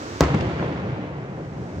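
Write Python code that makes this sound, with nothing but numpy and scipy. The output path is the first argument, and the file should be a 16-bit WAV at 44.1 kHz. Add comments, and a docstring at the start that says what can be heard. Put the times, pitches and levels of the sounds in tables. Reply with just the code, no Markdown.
"""A river rushes for a moment, then a sharp crack and a long rumble: a charge is blasting rock in its bed.
The shock wave makes the crack, scatters off stones and boulders and sets the ground booming.
Rock faces send it back as single echoes, and the slopes of the mountain valley as a rolling rumble.
The blast makes an automatic gain control turn everything down, so the river sinks and slowly comes back."""
import sys
import numpy as np
from scipy import signal
from scipy.fft import rfft, irfft
from scipy.io import wavfile
from scipy.ndimage import uniform_filter1d, minimum_filter1d

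SR = 44100
rng = np.random.default_rng(int(sys.argv[2]) if len(sys.argv) > 2 else 0)


def master_out(mix):
    """Clip the mix to full scale and print it as 16-bit PCM to the path in sys.argv[1]."""
    frames = np.transpose(np.atleast_2d(mix))
    ceiling = np.clip(frames, -1, 1)
    pcm = np.round(ceiling * 32767).astype(np.int16)
    wavfile.write(sys.argv[1], SR, pcm)


N = 79380

BLAST_S, BLAST_DB = .2077, 19.5  # when it goes off; a boost for every source but the river

# Crackle off the nearest stones. Each row: frequency in Hz, relative level in dB.
STONE_SPECTRUM = [(100, -84.5), (1200, -59), (2200, -54), (3200, -61), (6000, -60.5), (9000, -66.5),
                  (15000, -71.5)]
# Low tones of the river bed. Each row: pitch in Hz, relative level in dB, fade time in seconds.
GROUND_TONES = [(70, -12.5, .045), (153, -11.5, 0.029), (283.8, -18, 0.043), (416, -24, .04),
                (486, -20, 0.04)]
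# Echoes off single rock faces. Each row: start in seconds, relative level in dB, length of the push
# in milliseconds, rise time in milliseconds, left minus right in dB.
ROCK_ECHOES = [(0.2097, -1.5, 0.64, .06, 2), (.2115, -1.5, 1.1, 0.1, 4), (0.213, -3.5, .8, 0.27, 1.5),
               (.2140, 0, 1.7, 0.23, 0), (0.2249, -6, 8, .74, 3.5), (0.2368, -12, 0.38, 0.12, -12.5),
               (0.2362, -4.5, 0.6, 0.1, 4.5), (0.238, -7, 1.3, .2, -1), (0.3104, -13, 0.74, 0.26, -8),
               (.3432, -6, 1.3, .15, 5), (0.3469, -10, 0.49, 0.05, -1), (0.4084, -16, 0.18, .07, -5.5),
               (0.4306, -16.5, 3, 0.43, -1), (0.5982, -3.5, 0.88, 0.25, 1), (0.6258, 0, 0.69, 0.32, -1),
               (0.6609, -10, 0.9, 0.29, 3.5)]
# Scatter off the boulders. Each row: frequency in Hz, relative level in dB.
BOULDER_SPECTRUM = [(25, -71), (60, -36), (150, -45), (230, -49.5), (480, -41.5), (800, -47.5), (1150, -50),
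                    (2100, -59.5), (3000, -66.5), (6000, -72.5), (15000, -91.5)]
# The valley's rumble. Each row: frequency in Hz, relative starting level in dB, fade in dB per second.
RUMBLE_SPECTRUM = [(25, -89.5, 4), (39.7, -64, 15), (66, -48.5, 14), (100, -45.5, 12.5), (147, -42, 9.5),
                   (182.4, -43.5, 10), (226, -51.5, 11.5), (298, -48.5, 13), (419, -52, 10.5),
                   (1002, -58.5, 14.5), (2150, -64, 16), (3320, -71, 21.5), (6440, -81.5, 26.5),
                   (14900, -106, 42)]
# Brief swells and lulls in the rolling rumble. Each row: time in seconds, gain in dB,
# half width in seconds, centre frequency in Hz, half width in octaves.
RUMBLE_SWELLS = [(.238, 7, .004, 6000, 1.2), (.314, 4, .007, 190, 1), (0.351, 4, 0.02, 127.6, 1.4),
                 (.42, 3.5, 0.04, 180, 1.2), (.41, 6, 0.0028, 4700, 1.3), (.346, 1.5, 0.0052, 2700, 4.3),
                 (.349, 6, 0.0044, 790, 0.7), (0.575, -3, 0.018, 200, 2.2), (.599, 3.5, .0025, 810, 1),
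                 (.628, 4.5, .0025, 800, 1.2), (0.635, 3.2, 0.031, 550, 2.2), (0.86, 3, 0.29, 870, 4.5),
                 (0.864, 2, 0.036, 200, 0.72), (.965, 3.5, .025, 110, .8), (1.03, 2, .09, 2200, 1.1),
                 (1.5, -3, 0.019, 150, 3.4), (1.4, 5.5, 0.017, 390, 0.88), (1.59, 6, 0.018, 150, 1.3),
                 (1.66, 4, .05, 380, .7), (1.765, 9, 0.043, 78, 0.5)]
# Which side the scatter and rumble lean to. Each row: frequency in Hz, left minus right in dB.
ECHO_BALANCE = [(100, -0.5), (700, 1.5), (2000, -.5), (4400, -3.5), (8000, -8), (15000, 0)]
# The rush of the water. Each row: frequency in Hz, relative level in dB.
RIVER_SPECTRUM = [(25, -90.5), (45, -69), (100, -56.5), (210, -65), (295, -55), (420, -62), (750, -66.5),
                  (1500, -67.5), (3000, -79), (6000, -79), (15000, -97)]
# The microphone's tone. Each row: frequency in Hz, gain in dB.
MIC_RESPONSE = [(20, -36), (42, -17.5), (60, 0), (100, -2.5), (6800, -2.5), (8300, -6), (9300, -18.5),
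                (10500, -16.5), (12000, -13.5), (15000, -10.5)]


def shock_wave(t):
    """Air pressure jumps up, falls into suction and jumps back; the front clicks in the microphone."""
    rise_s, length_s, suction = .000025, .00185, .62  # suction is a share of the push
    age = np.maximum(t - BLAST_S, 0)
    edge = lambda s: 1 - np.exp(-np.maximum(s, 0) / rise_s)
    pressure = (1 + suction) * bell(age, 0, width=.0005) - suction
    wave = pressure * (edge(age) - edge(age - length_s))
    click = pan(db=-10) * bell(t, BLAST_S + .00014, width=.000012)
    return amp(4) * wave - amp(6) * click


def stone_crackle(t):
    """Nearby stones splinter the shock front into a short, bright crackle."""
    hz, age = np.fft.rfftfreq(N, 1 / SR), np.maximum(t - BLAST_S, 0)
    scatter = stereo_noise(lag_s=0, alike_hz=3000, grain_db=2.5) * amp(at_hz(hz, STONE_SPECTRUM))
    return irfft(scatter, N) * pan(db=-3) * (age > 0) * np.exp(-age / .004)


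def ground_boom(t):
    """The ground and the hollows between boulders ring low and briefly once the shock has passed."""
    age = np.maximum(t - BLAST_S - .003, 0)
    return sum(amp(db) * np.sin(2 * np.pi * hz * age) * np.exp(-age / fade_s)
               for hz, db, fade_s in GROUND_TONES)


def rock_echoes(t):
    """The nearest cliff returns one round thump; each rock face returns a push, then suction."""
    cliff_s, width_s = .3491, .0016
    offset = (t - cliff_s) / width_s
    out = amp(-5.5) * (1 - offset ** 2) * bell(offset, 0, 1)
    for start, db, push_ms, rise_ms, pan_db in ROCK_ECHOES:
        ms = np.maximum(t - start, 0) * 1000
        rise = 1 - np.exp(-(ms / rise_ms) ** 2)
        pulse = (1 - ms / push_ms) * np.exp(-ms / push_ms)
        out = out + amp(db) * pan(pan_db) * rise * pulse
    return out


def boulder_scatter(t):
    """Many tiny echoes off the boulders blur into a clatter that dies quickly."""
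    build_s, fade_db_per_s = .0027, 175
    hz, age = np.fft.rfftfreq(N, 1 / SR), np.maximum(t - BLAST_S, 0)
    scatter = stereo_noise(lag_s=.00005, alike_hz=1500, grain_db=2) * amp(at_hz(hz, BOULDER_SPECTRUM))
    scatter *= pan(at_hz(hz, ECHO_BALANCE))
    bank_db = 4 * bell(t, .2407, width=.008)  # a cluster of echoes off the near bank
    return irfft(scatter, N) * (1 - np.exp(-age / build_s)) * amp(bank_db - fade_db_per_s * age)


def valley_rumble(t):
    """The valley's echo: each octave fades at its own rate, swelling and dipping as it rolls."""
    hz, age = np.fft.rfftfreq(N, 1 / SR), np.maximum(t - BLAST_S, 0)
    scatter = stereo_noise(lag_s=.00023, alike_hz=1230, grain_db=1) * amp(at_hz(hz, RUMBLE_SPECTRUM))
    scatter *= pan(at_hz(hz, ECHO_BALANCE))
    octave, out = np.log2(np.maximum(hz, 1)), 0
    for band in np.arange(4, 15):  # octaves from 16 Hz to about 16 kHz
        level_db = -at_hz(2. 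** band, RUMBLE_SPECTRUM, column=2) * age
        for when, db, width_s, centre_hz, octaves in RUMBLE_SWELLS:
            level_db += db * bell(band, np.log2(centre_hz), octaves) * bell(t, when, width_s)
        band_noise = irfft(scatter * np.maximum(1 - abs(octave - band), 0), N)
        out = out + band_noise * amp(level_db)
    return out * (1 - np.exp(-age / .023))  # the rumble takes a moment to build


def river_rush():
    """Distant white water rushes steadily, a little to the right."""
    hz = np.fft.rfftfreq(N, 1 / SR)
    rush = stereo_noise(lag_s=.000328, alike_hz=1890, grain_db=.5) * amp(at_hz(hz, RIVER_SPECTRUM))
    return irfft(rush, N) * pan(db=-2)


def stereo_noise(lag_s, alike_hz, grain_db):
    """Left and right spectra of grainy noise: alike in the bass, with the left late by lag_s."""
    hz = np.fft.rfftfreq(N, 1 / SR)
    grains = amp(grain_db * np.repeat(rng.standard_normal(N // 64 + 1), 64)[:N])
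    shared, separate = rfft(rng.standard_normal((2, N)) * grains / np.sqrt(np.mean(grains ** 2)))
    alike = 1 / (1 + (hz / alike_hz) ** 2)
    left = shared * np.exp(-2j * np.pi * hz * lag_s)
    right = alike * shared + np.sqrt(1 - alike ** 2) * separate
    return np.sqrt(SR / 2) * np.array([left, right])


def amp(db):
    """Turn decibels into a gain."""
    return 10 ** (np.asarray(db) / 20)


def at_hz(hz, table, column=1):
    """Read between a table's rows, on a log-frequency scale."""
    rows = np.array(table, float)
    return np.interp(np.log(np.maximum(hz, 1)), np.log(rows[:, 0]), rows[:, column])


def bell(x, centre, width):
    """A smooth bump of height 1."""
    return np.exp(-.5 * ((x - centre) / width) ** 2)


def pan(db):
    """Left and right gains; positive dB leans left."""
    return amp(np.vstack([db, -db]) / 2)


def microphone(x):
    """The microphone weakens the deepest bass and the high treble."""
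    size = 2 * N
    gain = amp(at_hz(np.fft.rfftfreq(size, 1 / SR), MIC_RESPONSE))
    cepstrum = irfft(np.log(gain))
    cepstrum[1:N] *= 2  # folded so the filter rings only after a sound, never before
    cepstrum[N + 1:] = 0
    return irfft(rfft(x, size) * np.exp(rfft(cepstrum)))[:, :N]


def scene():
    """The blast and its echoes over the river."""
    t = np.arange(N) / SR
    blast = shock_wave(t) + stone_crackle(t) + ground_boom(t)
    echoes = rock_echoes(t) + boulder_scatter(t) + valley_rumble(t)
    return amp(BLAST_DB) * (blast + echoes) + river_rush()


def record(dry):
    """After the microphone, the gain drops at once on a loud peak, holds, then creeps back."""
    ceiling_db, hold_s, release_db_per_s, top_hz = 2.2, .9, 12.5, 16600
    t = np.arange(N) / SR
    x = microphone(dry)
    peak_db = 20 * np.log10(abs(x).max(axis=0) + 1e-9)
    over_db = np.maximum(peak_db - ceiling_db, 0)
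    ahead_db = -minimum_filter1d(-over_db, size=33)  # react just before the peak
    half_hold = int(hold_s * SR / 2)
    held_db = -minimum_filter1d(-ahead_db, 2 * half_hold + 1, origin=half_hold, mode="constant")
    cut_db = np.maximum.accumulate(held_db + release_db_per_s * t) - release_db_per_s * t
    x = x * amp(-uniform_filter1d(cut_db, size=17))
    x = x / (1 + x ** 6) ** (1 / 6)  # round off the peaks
    low_pass = signal.ellip(8, .2, 70, top_hz, fs=SR, output="sos")
    return signal.sosfilt(low_pass, x)


dry = scene()
out = record(dry)
master_out(out)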